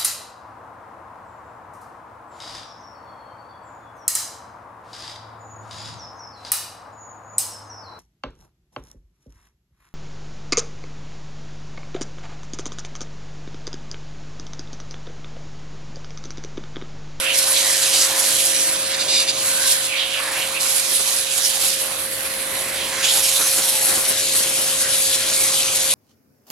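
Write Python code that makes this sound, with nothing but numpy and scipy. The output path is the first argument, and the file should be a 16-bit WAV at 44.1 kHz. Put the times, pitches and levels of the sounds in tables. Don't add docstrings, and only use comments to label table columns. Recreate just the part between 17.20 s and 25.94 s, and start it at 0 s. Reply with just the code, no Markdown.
import sys
import numpy as np
from scipy import signal
from scipy.fft import rfft, irfft, next_fast_len
from scipy.io import wavfile
from scipy.ndimage import uniform_filter1d, map_coordinates

SR = 44100
rng = np.random.default_rng(int(sys.argv[2]) if len(sys.argv) > 2 else 0)


def digitize_waveform(pressure):
    field = np.atleast_2d(pressure).T
    bounded = np.clip(field, -1, 1)
    quanta = np.round(bounded * 32767).astype(np.int16)
    wavfile.write(sys.argv[1], SR, quanta)


N = 385434
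TIME = np.arange(N) / SR

# (time [s], splash level [dB], mist above splash [dB])
JET_PATH = [(0.0, -28.7, 3.5), (0.11, -32.5, 5), (0.16, -22, 0.5), (0.86, -19, -3.5), (0.94, -27, -1),
            (1.1, -19, -1), (1.45, -25.5, 4), (1.75, -29, 1.5), (2.15, -29, 0), (2.5, -26.5, 3.5),
            (2.78, -36, 3.5), (3.17, -28.5, 2.5), (3.39, -34, 4), (3.41, -22.7, 1), (4.05, -28.5, -1),
            (4.5, -25.5, -1), (4.8, -34.5, 7.5), (5.5, -33.5, 6.5), (5.82, -27.5, -0.8),
            (5.84, -19.5, -2.5), (6.5, -23.5, 3.5), (7.6, -25.5, -1.8), (8.74, -22, 0.6)]
# (time [s], half length [s], splash rise [dB], extra mist rise [dB])
KEY_EDGE_FLARES = [(0.187, 0.017, 2.5, 2), (0.313, 0.014, 0, 7), (0.82, 0.0083, 3.5, -3),
                   (1.004, 0.02, 5, 3.5), (1.26, 0.01, 2.3, 2), (1.42, 0.057, 3.5, -0.5),
                   (2.284, 0.069, 3.5, 3), (2.476, 0.06, 6.5, -2), (2.52, 0.013, 6, -1),
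                   (2.652, 0.025, 5.8, -1.5), (3.546, 0.043, 2.5, 3), (3.759, 0.051, 4.5, 3.5),
                   (3.965, 0.069, 4.5, 2.5), (4.165, 0.03, 4.5, 2.2), (4.27, 0.037, 6, 3),
                   (4.455, 0.068, 4.5, 2.2), (4.62, 0.01, 0.5, 3.5), (5.954, 0.022, 0.2, 4),
                   (6.366, 0.014, 2.5, 1.5), (6.71, 0.059, 0.6, 3.5), (6.896, 0.012, 2.4, 5),
                   (6.99, 0.015, 2.5, 1), (7.18, 0.041, 2.8, 4.5), (7.295, 0.009, 1.5, 4),
                   (7.457, 0.11, 1.5, 5.5), (7.614, 0.016, 4.5, 2.5), (7.817, 0.078, 2.5, 4.3),
                   (7.947, 0.015, 3, 1.0), (8.148, 0.02, 3.5, 1), (8.239, 0.035, 0.5, 6.5),
                   (8.35, 0.02, 1.5, 0.5), (8.565, 0.011, 1.6, 2.5)]
# (time [s], level [dB])
DECK_LEVEL = [(0, -30.5), (.76, -31), (.9, -28), (1.1, -31.5), (2.25, -34), (2.5, -31), (2.82, -35),
              (3.17, -28), (3.5, -34), (4.45, -34), (5.25, -31.3), (5.9, -30.5), (6.13, -34), (6.21, -30.5),
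              (6.47, -32.5), (6.8, -30.5), (7.04, -33.5), (8.74, -33)]
# (frequency [Hz], level [dB])
KEY_COLOUR = [(1000, -41), (1800, -20), (2300, -2.5), (3200, 1.5), (4100, 1), (4800, -4.5), (6500, -32)]
SPLASH_COLOUR = [(2500, -23), (3900, -2), (4700, -0.5), (6000, 0), (7300, 1.5), (8600, -3), (9600, -4),
                 (12000, -33)]
MIST_COLOUR = [(6300, -40), (7700, -7.5), (8400, -4), (9300, -1.5), (10600, 3), (11300, 0.5), (12200, -5.5),
               (13500, -12.5), (15800, -30.5)]
DECK_COLOUR = [(300, -43), (520, -7), (750, 0), (900, -2.5), (1050, 2.5), (1220, -1), (1500, 2), (2000, 3),
               (2500, -0.5), (3500, -17)]
# (frequency [Hz], level [dB])
NOZZLE_COLOUR = [(800, -19), (2000, 2), (6000, 10), (10500, 4), (13000, 8), (15800, -24)]
# (time [s], level [dB])
RUMBLE_LEVEL = [(0, -46), (.6, -47), (1.1, -44), (2.25, -42.5), (2.8, -50), (3.2, -44), (3.6, -47.5),
                (4.3, -47.5), (4.7, -44.5), (5.55, -40), (6.15, -46.5), (6.75, -42), (7.3, -42), (8.74, -42)]
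# (frequency [Hz], level [dB])
RUMBLE_COLOUR = [(15, -26), (30, -28), (50, -2), (90, -0.5), (200, 0.5), (310, 2.5), (440, 1.5), (600, 1),
                 (1000, -46)]
# (multiple of shaft speed, level from first standpoint [dB], level from later ones [dB])
HUM_TONES = [(1, -39, -32), (2, -25, -22), (3, -21.5, -21.5), (6, -16, -25), (7, -15, -21.5), (9, -25, -23),
             (10, -18, -19), (11, 0.5, 0), (12, -12.5, -14.5), (13, -11.5, -14.5), (14, -15.5, -20.5),
             (15, -19, -21), (20, -13, -30), (22, -24, -30), (25, -12, -36)]
# (time [s], level [dB])
MOTOR_LEVEL = [(0, -36.5), (2.3, -37.5), (2.7, -40), (3.3, -38), (3.7, -41), (4.6, -40), (5.7, -37.5),
               (8.74, -38)]
# (time [s], half length [s], frequency [Hz], width [Hz], glide [octaves/s], level [dB])
HOWLING_GAPS = [(0.091, 0.043, 2750, 900, 1.5, -20), (0.375, 0.028, 3740, 700, 1, -21.5),
                (0.519, 0.074, 1870, 400, -2, -31.5), (0.953, 0.082, 1000, 250, -2, -36),
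                (2.397, 0.083, 1526, 110, 0.5, -31), (2.453, 0.021, 3940, 1200, 0.5, -26),
                (2.747, .035, 2430, 402, -2.5, -22.5), (2.815, 0.04, 3260, 1000, -0.5, -19.5),
                (2.95, 0.053, 2900, 950, -1.5, -23.5), (3.021, 0.044, 1130, 260, -1, -33.5),
                (3.097, 0.089, 1760, 400, -0.5, -32.5), (3.127, 0.073, 970, 280, -0.5, -36),
                (3.209, 0.055, 2730, 950, 2, -25.5), (3.371, .018, 2600, 600, 2, -24.5),
                (4.254, 0.019, 5260, 1600, 1, -18.5), (4.38, .08, 806, 110, -0.5, -42),
                (5.62, .05, 3000, 1800, 1.5, -28), (5.729, 0.069, 1040, 180, 1, -36.5),
                (5.796, .04, 1550, 260, 1.5, -34), (5.85, 0.013, 3180, 1500, -0.5, -17),
                (5.901, 0.02, 3520, 900, 0, -18), (5.936, 0.064, 840, 130, 0, -40),
                (6.17, 0.017, 3740, 450, 3, -21.5), (6.22, .035, 1440, 400, -0.5, -30.5),
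                (6.679, 0.19, 796, 80, -1, -37.5), (7.929, 0.017, 3500, 900, 0.5, -27),
                (8.223, 0.054, 2250, 250, 0, -33), (8.391, .022, 3270, 1100, -0.5, -25.5),
                (8.711, 0.016, 3460, 900, -1, -23)]
# (time [s], half length [s], level [dB])
HINGE_DIPS = [(1.745, 0.012, -21.5), (1.812, 0.017, -18.5), (1.899, 0.015, -19), (1.944, 0.02, -15.5),
              (2, 0.025, -16.5), (2.095, 0.014, -16.5)]
# (frequency [Hz], width [Hz], level [dB])
SLOT_MODES = [(2380, 170, -0.5), (2800, 240, -1.5), (3600, 120, 6), (3780, 130, 6), (4200, 150, 4.5),
              (4780, 230, 7), (5150, 310, 0), (6000, 550, -2), (7150, 380, -1.5), (7470, 280, -2),
              (8230, 330, -1), (10400, 230, 0.5)]
# (time [s], bearing to the right [degrees], left-right likeness [0-1])
IMPACT_AIM = [(0, 41, 0.58), (.7, 21, 0.82), (1.15, 17, 0.57), (1.5, 62, 0.62), (2, 50, 0.88),
              (2.6, 52, 0.37), (3.2, 25, 0.86), (3.5, 34, 0.4), (4.5, 17, 0.42), (4.9, 21, 0.14),
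              (5.6, 27, 0.73), (5.9, 19, 0.7), (6.4, -15.5, 0.65), (7, -35, 0.57), (8.74, -36, 0.73)]
# (frequency [Hz], left minus right [dB])
SIDE_SHADING = [(700, 1.5), (1200, -3.5), (2500, -6), (3500, -11.5), (4800, -2.5), (6300, -10.5), (8000, 3),
                (9900, -3), (12000, -8)]
FRONT_SHADING = [(700, -2), (1200, -3.5), (4000, -6.5), (6000, -3.5), (8500, -10.5), (11000, -1),
                 (13000, 1)]
CORNER_SHADING = [(700, -2), (1200, -1.5), (4000, 5), (6700, 4), (8400, -8), (10000, 0), (12500, 10.5)]
STANDPOINT_TIMES = [3.39, 3.41, 6.2, 6.7]
# (time [s], half length [s], level [dB])
AIR_PUFFS = [(3.727, 0.011, -34), (3.801, 0.0097, -30), (4.45, .03, -37), (4.652, .009, -38),
             (5.971, .024, -34), (6.208, 0.017, -31), (6.389, 0.0099, -27.5), (6.718, 0.03, -29.5),
             (6.783, .01, -30), (6.91, 0.01, -29), (7.154, .009, -33), (7.21, .011, -33),
             (7.306, 0.0088, -32), (7.396, 0.018, -34), (8.244, 0.018, -34)]
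# (frequency [Hz], level [dB])
BUFFET_COLOUR = [(15, -45), (30, -33), (80, -12), (170, -7), (350, -1.5), (700, -3), (1200, -3), (2200, -8),
                 (5000, -23)]

USUAL_SPLASH_DB, RATTLE_DB = -25.5, -28
RATTLE_GROWTH = 0.32
RATTLE_LOSS = 0.32
TREMOR_RATE, TREMOR_DB = 22.04, 0.35
NOZZLE_DB = -39.5
SHAFT_HZ = 48.68
EDDY_RATE, EDDY_DB, EDDY_SCATTER_DB = 30.3, -47.5, 4.5
TOP_HZ = 15900


def amp(db):
    return 10 ** (np.asarray(db) / 20)


def unit(x):
    return x / np.sqrt(np.mean(x ** 2) + 1e-20)


def along(points, hz):
    f, values = np.transpose(points)
    return np.interp(np.log(hz + 1), np.log(f + 1), values)


def curves(rows, t=TIME):
    times, *columns = np.transpose(rows)
    return [np.interp(t, times, column) for column in columns]


def wobble(rate):
    points = rng.standard_normal(int(N * rate / SR) + 4)
    return unit(map_coordinates(points, [TIME * rate]))


def filtered(x, response):
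    n = x.shape[-1]
    padded = next_fast_len(n + 8192)
    spectrum = rfft(x, padded) * response(np.fft.rfftfreq(padded, 1 / SR))
    return irfft(spectrum, padded)[..., :n]


def coloured(x, spectrum):
    return unit(filtered(x, lambda hz: amp(along(spectrum, hz))))


def resonance(f, hz, width):
    return 1j * f * width / (hz * hz - f * f + 1j * f * width)


def swell(t, s, half):
    return np.exp(-.5 * ((t - s) / half) ** 2)


def droplets(rate, scatter_db, share):
    hits = rng.random((2, N)) < rate / SR
    sizes = amp(scatter_db * np.clip(rng.standard_normal((2, N)), -3, 2.6))
    signs = rng.choice([-1, 1], (2, N))
    impacts = unit(hits * sizes * signs)
    share = np.clip(share, 0, 1)
    rush = rng.standard_normal((2, N))
    return np.sqrt(share) * impacts + np.sqrt(1 - share) * rush


def churn(x, patchy_db):
    spectrum = signal.stft(x, nperseg=512)[2]
    patches = rng.standard_normal(spectrum.shape[1:])
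    for _ in range(2):
        patches = uniform_filter1d(patches, size=5, axis=0)
        patches = uniform_filter1d(patches, size=10, axis=1)
    return signal.istft(spectrum * amp(patchy_db * unit(patches)), nperseg=512)[1][:, :N]


def impact():
    splash_db, fineness_db = curves(JET_PATH)
    for s, half, rise_db, finer_db in KEY_EDGE_FLARES:
        flare = swell(TIME, s, half)
        splash_db = splash_db + rise_db * flare
        fineness_db = fineness_db + finer_db * flare
    splash_db = splash_db + TREMOR_DB * wobble(TREMOR_RATE)
    fineness_db = fineness_db + TREMOR_DB * wobble(TREMOR_RATE)
    rattle_db = RATTLE_DB + RATTLE_GROWTH * (splash_db - USUAL_SPLASH_DB)
    rattle_db = rattle_db - RATTLE_LOSS * fineness_db
    return rattle_db, splash_db, splash_db + fineness_db


def spray(shaft):
    keys_db, splash_db, mist_db = impact()
    deck_db, = curves(DECK_LEVEL)
    pistons_db = 0.42 * np.sin(3 * shaft) + 0.32 * np.sin(6 * shaft)
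    pulse_db = pistons_db + 0.81 * wobble(55) + .5 * wobble(250)
    fine_pulse_db = pulse_db + 0.64 * wobble(35)

    heavy = churn(droplets(rate=3500, scatter_db=7.5, share=0.24), patchy_db=1.66) * amp(pulse_db)
    small = churn(droplets(rate=4000, scatter_db=6.0, share=0.48), patchy_db=1.57) * amp(pulse_db)
    fine = churn(droplets(rate=4400, scatter_db=7.5, share=0.41), patchy_db=1.57) * amp(fine_pulse_db)
    drumming = churn(rng.standard_normal((2, N)), patchy_db=2)

    deck = amp(deck_db) * coloured(drumming, DECK_COLOUR)
    keys = amp(keys_db) * coloured(heavy, KEY_COLOUR)
    splash = amp(splash_db) * coloured(small, SPLASH_COLOUR)
    mist = amp(mist_db) * coloured(fine, MIST_COLOUR)
    return deck + keys + splash + mist


def nozzle():
    return amp(NOZZLE_DB) * coloured(rng.standard_normal((2, N)), NOZZLE_COLOUR)


def rumble():
    rumble_db, = curves(RUMBLE_LEVEL)
    middle, side = coloured(rng.standard_normal((2, N)), RUMBLE_COLOUR)
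    side_curve = [(30, -28), (80, -33), (170, -20), (400, -11.5)]  # (frequency [Hz], level [dB])
    side = filtered(side, lambda hz: amp(along(side_curve, hz)))
    return amp(rumble_db) * np.array([middle + side, middle - side])


def motor(shaft, waver_db=0.42, side_waver_db=2.5, lag=0.00023):
    hum_db, = curves(MOTOR_LEVEL)
    moved = np.interp(TIME, STANDPOINT_TIMES[:2], [0, 1])
    left_delay = lag * (1 - moved)
    phases = np.array([shaft - 2 * np.pi * SHAFT_HZ * left_delay, shaft])
    hum = np.zeros((2, N))
    for order, first_db, later_db in HUM_TONES:
        depth_db = waver_db if first_db > -6 else side_waver_db
        level_db = first_db + (later_db - first_db) * moved + depth_db * wobble(9)
        hum += amp(level_db) * np.sin(round(order) * phases + rng.uniform(0, 2 * np.pi))
    balance_db = np.array([[.9], [-.9]]) * moved
    return np.sqrt(2) * hum * amp(hum_db + balance_db)


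def hollows():
    out = np.zeros((2, N))
    for s, half, hz, width, glide, db in HOWLING_GAPS:
        near = slice(max(0, int((s - .6) * SR)), int((s + .6) * SR))
        t = TIME[near]
        noise = rng.standard_normal((2, 2 * SR))
        howl = unit(filtered(noise, lambda f: resonance(f, hz, 1.35 * width) ** 2))
        speed = 2 ** (glide * np.clip(t - s, -2 * half, 2 * half))
        position = np.cumsum(speed)
        sliding = np.array([map_coordinates(row, [position], order=1) for row in howl])
        out[:, near] += amp(db) * swell(t, s, half) * sliding
    return out


def hinge():
    blow = sum(amp(db) * swell(TIME, s, half) for s, half, db in HINGE_DIPS)

    def modes(f):
        return sum(amp(db) * resonance(f, hz, width) ** 2 for hz, width, db in SLOT_MODES)

    drops = droplets(rate=2500, scatter_db=4, share=.35)
    return blow * unit(filtered(drops, modes))


def at_ports(x, spacing=0.017):
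    hz, t, (direct, scattered) = signal.stft(x, SR, nperseg=512)
    bearing, alike = curves(IMPACT_AIM, t)
    # (frequency [Hz], multiplier of likeness)
    focus_curve = [(600, 1.07), (1300, 0.93), (4000, 0.68), (8000, 1.13), (10500, 1.03), (14000, 1.46)]
    focus = along(focus_curve, hz)[:, None]
    turn = np.arccos(np.clip(alike * focus, 0, 1)) / 2
    lead = np.exp(1j * np.pi * hz[:, None] * spacing * np.sin(np.radians(bearing)) / 343)

    weights = ([0.92, 0.052, 0.16, 0.2], [0, 1, 0.57, 0], [0.6, 0, 0.34, 0.66])
    shares = [np.interp(t, STANDPOINT_TIMES, weight) for weight in weights]
    views = (SIDE_SHADING, FRONT_SHADING, CORNER_SHADING)
    tilt = amp(sum(np.outer(along(view, hz), share) for view, share in zip(views, shares)))

    left = (np.cos(turn) * direct + np.sin(turn) * scattered) * tilt / lead
    right = (np.cos(turn) * direct - np.sin(turn) * scattered) * lead
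    balance = np.sqrt(2 / (1 + tilt ** 2))
    return signal.istft(np.array([left, right]) * balance, nperseg=512)[1][:, :N]


def puffs():
    close = np.interp(TIME, STANDPOINT_TIMES[:2], [0, 1])
    eddy_db = EDDY_DB + EDDY_SCATTER_DB * np.minimum(wobble(EDDY_RATE), 2)
    strong = sum(amp(db) * swell(TIME, s, half) for s, half, db in AIR_PUFFS)
    force = close * amp(eddy_db) + strong
    return force * coloured(rng.standard_normal((2, N)), BUFFET_COLOUR)


def scene():
    shaft_speed = SHAFT_HZ * (1 + 0.00047 * wobble(2.99))
    shaft = 2 * np.pi * np.cumsum(shaft_speed) / SR
    water = at_ports(spray(shaft) + nozzle() + hollows() + hinge())
    return water + rumble() * amp([[-.4], [.4]]) + puffs() + motor(shaft)


def record(dry):
    rounded = dry / (1 + np.abs(dry / .9) ** 6) ** (1 / 6)
    return filtered(rounded, lambda hz: hz < TOP_HZ)


dry = scene()
out = record(dry)
digitize_waveform(out)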